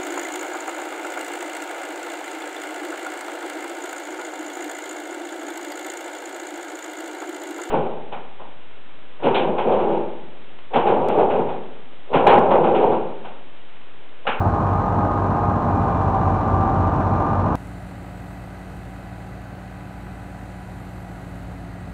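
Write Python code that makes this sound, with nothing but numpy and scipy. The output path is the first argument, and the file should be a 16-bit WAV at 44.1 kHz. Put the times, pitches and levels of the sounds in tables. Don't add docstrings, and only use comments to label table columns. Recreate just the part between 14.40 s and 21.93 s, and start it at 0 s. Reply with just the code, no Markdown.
import sys
import numpy as np
from scipy import signal
from scipy.fft import rfft, irfft, next_fast_len
from scipy.io import wavfile
from scipy.ndimage import map_coordinates

SR = 44100
rng = np.random.default_rng(int(sys.argv[2]) if len(sys.argv) > 2 else 0)


def wav_out(sig):
    wavfile.write(sys.argv[1], SR, np.round(np.clip(np.atleast_2d(sig).T, -1, 1) * 32767).astype(np.int16))


N = 332073

SWITCH_S, TOP_HZ = 3.1553, 15740
THROB_S = .054
LOUD_LOAD_DB, SOFT_LOAD_DB = 2.4, 2.8

# t/s, f/Hz
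LOUD_CYCLE_HZ = [(0.0, 15.581), (0.75, 15.76), (1.13, 15.717), (1.43, 15.351), (1.75, 15.096),
                 (2.2, 15.099), (3.1, 15.41)]
SOFT_CYCLE_HZ = [(3.2, 15.041), (4.6, 15.346), (5.7, 15.459), (6.2, 15.352), (7.15, 14.815), (7.5, 14.801)]
# multiple of cycle rate, level/dB
LOUD_EXHAUST_TONES = [(3, -36), (6, -29.3), (7, -33), (9, -42)]
LOUD_BLOCK_TONES = [(15, -37), (20, -45), (24, -43), (26, -42.5), (29, -41.5), (42, -41.5), (45, -40.5)]
SOFT_EXHAUST_TONES = [(3, -58), (6, -46.5), (8, -56.5), (9, -51.5), (12, -43.3)]
SOFT_GEAR_TONES = [(50, -55), (54, -59.5), (64, -58), (96, -62), (100, -60), (150, -72)]
# multiple of cycle rate, no-load level/dB, full-load gain/dB
LOUD_GEAR_TONES = [(51, -45, 14.2), (52, -28.2, -5), (78, -34, 1.6)]
# multiple of rotor beat rate, level/dB
LOUD_DRUM_TONES = [(2, -30), (3, -34.8), (5, -48), (6, -42), (7, -47)]
LOUD_FAN_TONES = [(1, -33.5), (2, -49.5)]
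SOFT_DRUM_TONES = [(1, -43), (2, -44.5), (3, -55.5), (4, -60.5), (5, -50), (8, -68.5), (10, -68)]
# harmonic, level/dB
SOFT_GEAR_HUM_TONES = [(1, -58), (2, -58.5)]
LOUD_KNOCK_DB = [-8.5, 2.05, -0.25]
SOFT_KNOCK_DB = [0, -1, 0]
# f/Hz, relative level/dB
BLOCK_BUZZ_SHAPE = [(250, 1.5), (430, 4), (500, -16), (820, -10), (950, -2.5), (1100, -2), (1300, -12.5),
                    (1900, -49.5)]
LOUD_RUMBLE_SHAPE = [(20, -34), (30, -18), (42, -8.5), (65, 4.5), (105, -1), (200, 0.5), (320, -4.5),
                     (480, -15), (700, -36.5)]
LOUD_ROAR_SHAPE = [(200, -28), (400, -9), (520, -7.5), (650, -2.5), (810, -1.5), (900, -2.5), (1080, -4.5),
                   (1140, -7.5), (1250, -9.5), (1420, -16), (1640, -19), (1850, -27.5), (2200, -35),
                   (3500, -56)]
LOUD_CLATTER_SHAPE = [(1900, -8), (2230, -13.5), (2400, -5.5), (2600, -7), (2850, -7.5), (3150, -12.5),
                      (4200, -14), (4750, -22), (6000, -19.5), (7400, -24), (10100, -31), (11300, -42),
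                      (15600, -39)]
SOFT_RUMBLE_SHAPE = [(20, -26), (30, -19), (45, -4), (70, 1), (130, 0.5), (200, -3.5), (260, -2.5),
                     (340, -4), (430, -10), (600, -29)]
SOFT_ROAR_SHAPE = [(300, -21), (470, -7), (600, -2.5), (730, -1), (830, -4), (950, -9.5), (1060, -12),
                   (1230, -8.5), (1550, -9.5), (1700, -11), (1810, -15.5), (1960, -10), (2350, -21.5),
                   (2700, -32)]
SOFT_CLATTER_SHAPE = [(1800, -16), (2350, -0.5), (2560, 5.5), (2800, 0.5), (3050, 0), (3350, -5),
                      (3900, -1.5), (4500, -4), (5300, -14), (8000, -16)]
CHAFF_SHAPE = [(4600, -17), (5400, -10), (6200, -3), (7500, -1), (8500, 0), (10200, -6.5), (11800, -5.5),
               (13000, -7), (14000, -9), (15600, -12.5)]
# f/Hz, width/Hz, relative level/dB
HISS_BANDS = [(7700, 220, -5), (8430, 220, -4), (10800, 220, -7), (11400, 200, -1)]
# t/s, relative level/dB
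HISS_ENVELOPE = [(3.2, -64.5), (4.3, -64.5), (4.7, -66), (5.8, -66), (6.1, -65), (6.9, -64.8), (7.3, -66.5)]


def amp(db):
    return 10 ** (np.asarray(db) / 20)


def unit(x):
    return x / np.sqrt(np.mean(x ** 2) + 1e-20)


def noise():
    return rng.standard_normal(N)


def curve(rows):
    return np.interp(np.arange(N) / SR, *np.transpose(rows))


def wobble(rate_hz):
    coarse = np.arange(0, N, 64)
    knots = rng.standard_normal(int(N * rate_hz / SR) + 4)
    return np.interp(np.arange(N), coarse, map_coordinates(knots, [coarse * rate_hz / SR]))


def filtered(x, response):
    size = next_fast_len(N + SR // 2)
    return irfft(rfft(x, size) * response(np.fft.rfftfreq(size, 1 / SR)), size)[:N]


def coloured(x, shape):
    hz, db = np.transpose(shape)
    hz = np.r_[hz[0] / 2, hz, hz[-1] * 2]
    db = np.r_[db[0] - 40, db, db[-1] - 40]
    return unit(filtered(x, lambda f: amp(np.interp(np.log(f + 1), np.log(hz), db))))


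def governor(speed, hunt):
    rate_hz = curve(speed)
    cycles = np.cumsum(rate_hz * (1 + hunt * wobble(14))) / SR
    load = (rate_hz.max() - rate_hz) / np.ptp(rate_hz)
    return cycles - cycles[round(THROB_S * SR)], load


def tones(cycles, lags, rows, waver_db, drift_rad, ratio=1):
    out = np.zeros(N)
    for multiple, db in rows:
        order = np.round(multiple) * ratio
        phase = 2 * np.pi * (order * cycles + lags[round(order)]) + drift_rad * wobble(4.94)
        out += np.sqrt(2) * amp(db + waver_db * wobble(7)) * np.sin(phase)
    return out


def rattle(cycles, repeat):
    pattern = rng.standard_normal(2048)
    locked = unit(map_coordinates(pattern, [cycles % 1 * len(pattern)], mode="grid-wrap"))
    return np.sqrt(repeat) * locked + np.sqrt(1 - repeat) * noise()


def firing(cycles, knock_db, depth, decay_strokes):
    strokes = cycles * len(knock_db)
    cylinder = strokes.astype(int) % len(knock_db)
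    burst = amp(knock_db)[cylinder] * np.exp(-(strokes % 1) / decay_strokes)
    return unit(1 + depth * burst)


def straw_ticks(rate_hz, spread_db):
    return unit((rng.random(N) < rate_hz / SR) * noise() * amp(spread_db * noise()))


def loud_engine(cycles, lags, load):
    exhaust = tones(cycles, lags, LOUD_EXHAUST_TONES, waver_db=1.4, drift_rad=.18)
    block = tones(cycles, lags, LOUD_BLOCK_TONES, waver_db=2.24, drift_rad=.25)
    buzz = amp(-33) * coloured(rattle(cycles, repeat=.95), BLOCK_BUZZ_SHAPE)
    return amp(LOUD_LOAD_DB * load) * exhaust + block + buzz


def loud_gears(cycles, lags, load):
    whine = sum(amp(load_db * load) * tones(cycles, lags, [(order, db)], waver_db=2, drift_rad=.42)
                for order, db, load_db in LOUD_GEAR_TONES)
    top_order = LOUD_GEAR_TONES[-1][0]
    octave = tones(cycles, lags, [(top_order, -66)], waver_db=2.5, drift_rad=1.7, ratio=2)
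    return (whine + amp(5 * load) * octave) * amp(1.6 * wobble(35.52))


def loud_thresher(cycles, lags, load):
    drum = tones(cycles, lags, LOUD_DRUM_TONES, waver_db=.5, drift_rad=.25, ratio=3.1215)
    fan = tones(cycles, lags, LOUD_FAN_TONES, waver_db=1.5, drift_rad=.36, ratio=11.383)
    return amp(.5 * LOUD_LOAD_DB * load) * drum + fan


def loud_combustion(cycles, load):
    puffs = rattle(cycles, repeat=.062) * firing(cycles, LOUD_KNOCK_DB, depth=1.16, decay_strokes=.54)
    rumble_db = -26 + .5 * LOUD_LOAD_DB * load + 1.2 * wobble(7.93)
    rumble = amp(rumble_db) * coloured(puffs, LOUD_RUMBLE_SHAPE)
    churn = rattle(cycles, repeat=.29) * firing(cycles, LOUD_KNOCK_DB, depth=.42, decay_strokes=.35)
    roar = amp(-24) * coloured(churn, LOUD_ROAR_SHAPE)
    knocks = rattle(cycles, repeat=.17) + amp(-18.5) * straw_ticks(rate_hz=830, spread_db=1.5)
    knocks *= firing(cycles, LOUD_KNOCK_DB, depth=.71, decay_strokes=.38)
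    clatter = amp(-55 + 1.5 * load) * coloured(knocks, LOUD_CLATTER_SHAPE)
    return rumble + roar + clatter


def loud_rig():
    cycles, load = governor(LOUD_CYCLE_HZ, hunt=.0008)
    lags = rng.random(200)
    return (loud_engine(cycles, lags, load) + loud_gears(cycles, lags, load)
            + loud_thresher(cycles, lags, load) + loud_combustion(cycles, load))


def soft_engine(cycles, lags, load):
    hum = tones(cycles, lags, SOFT_EXHAUST_TONES, waver_db=-.14, drift_rad=.15)
    whine = tones(cycles, lags, SOFT_GEAR_TONES, waver_db=1.5, drift_rad=.15)
    return amp(SOFT_LOAD_DB * load) * hum + amp(-7 * load) * whine


def soft_thresher(cycles, lags, load):
    drum = tones(cycles, lags, SOFT_DRUM_TONES, waver_db=1, drift_rad=.12, ratio=3.713)
    gear_hum = tones(cycles, lags, SOFT_GEAR_HUM_TONES, waver_db=1, drift_rad=.17, ratio=23.63)
    return amp(.5 * SOFT_LOAD_DB * load) * drum + gear_hum


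def soft_combustion(cycles, load):
    rumble = amp(-44 + .5 * SOFT_LOAD_DB * load) * coloured(noise(), SOFT_RUMBLE_SHAPE)
    churn = rattle(cycles, repeat=.23) * firing(cycles, SOFT_KNOCK_DB, depth=.33, decay_strokes=.4)
    roar = amp(-44) * coloured(churn, SOFT_ROAR_SHAPE)
    knocks = rattle(cycles, repeat=.18) * firing(cycles, SOFT_KNOCK_DB, depth=.32, decay_strokes=.3)
    clatter = amp(-58.5) * coloured(knocks, SOFT_CLATTER_SHAPE)
    return rumble + roar + clatter


def band(x, hz, width_hz):
    return unit(filtered(x, lambda f: 1 / (1 + (2 * (f - hz) / width_hz) ** 2)))


def panel(cycles, load):
    return amp(-65 - 12 * load) * band(rattle(cycles, repeat=.3), hz=2540, width_hz=170)


def shimmer(x, depth_db, width_hz, life_s):
    hz, t, spectrum = signal.stft(x, SR, nperseg=1024)
    knots = rng.standard_normal((400, 100))
    grid = np.meshgrid(hz / width_hz, t / life_s, indexing="ij")
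    gain_db = depth_db * map_coordinates(knots, grid, mode="mirror")
    return unit(signal.istft(spectrum * amp(gain_db), SR)[1][:N])


def straw_hiss(cycles):
    stream = noise() + amp(-8) * straw_ticks(rate_hz=1500, spread_db=4.5)
    stream *= firing(cycles, SOFT_KNOCK_DB, depth=.21, decay_strokes=.3)
    chaff = coloured(stream, CHAFF_SHAPE)
    bands = sum(amp(db + 2.7 * wobble(4.4)) * band(noise(), hz, width_hz)
                for hz, width_hz, db in HISS_BANDS)
    hiss = shimmer(chaff + amp(-11) * unit(bands), depth_db=2.2, width_hz=190, life_s=.35)
    return amp(curve(HISS_ENVELOPE) + 1.8) * hiss


def soft_rig():
    cycles, load = governor(SOFT_CYCLE_HZ, hunt=.00056)
    lags = rng.random(200)
    return (soft_engine(cycles, lags, load) + soft_thresher(cycles, lags, load)
            + soft_combustion(cycles, load) + panel(cycles, load) + straw_hiss(cycles))


def scene():
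    remaining_s = SWITCH_S - np.arange(N) / SR
    blend = np.sin(np.pi / 2 * np.clip(remaining_s / .002, 0, 1)) ** 2
    tick = (remaining_s > 0) * np.exp(-np.abs(remaining_s) / .0005)
    return (blend * loud_rig() + (1 - blend) * soft_rig() + amp(-18) * tick)[None]


def record(dry):
    fade_in = np.sin(np.pi / 2 * np.minimum(np.arange(N) / SR / .006, 1)) ** 2
    return np.array([filtered(channel * fade_in, lambda hz: hz < TOP_HZ) for channel in dry])


dry = scene()
out = record(dry)
wav_out(out)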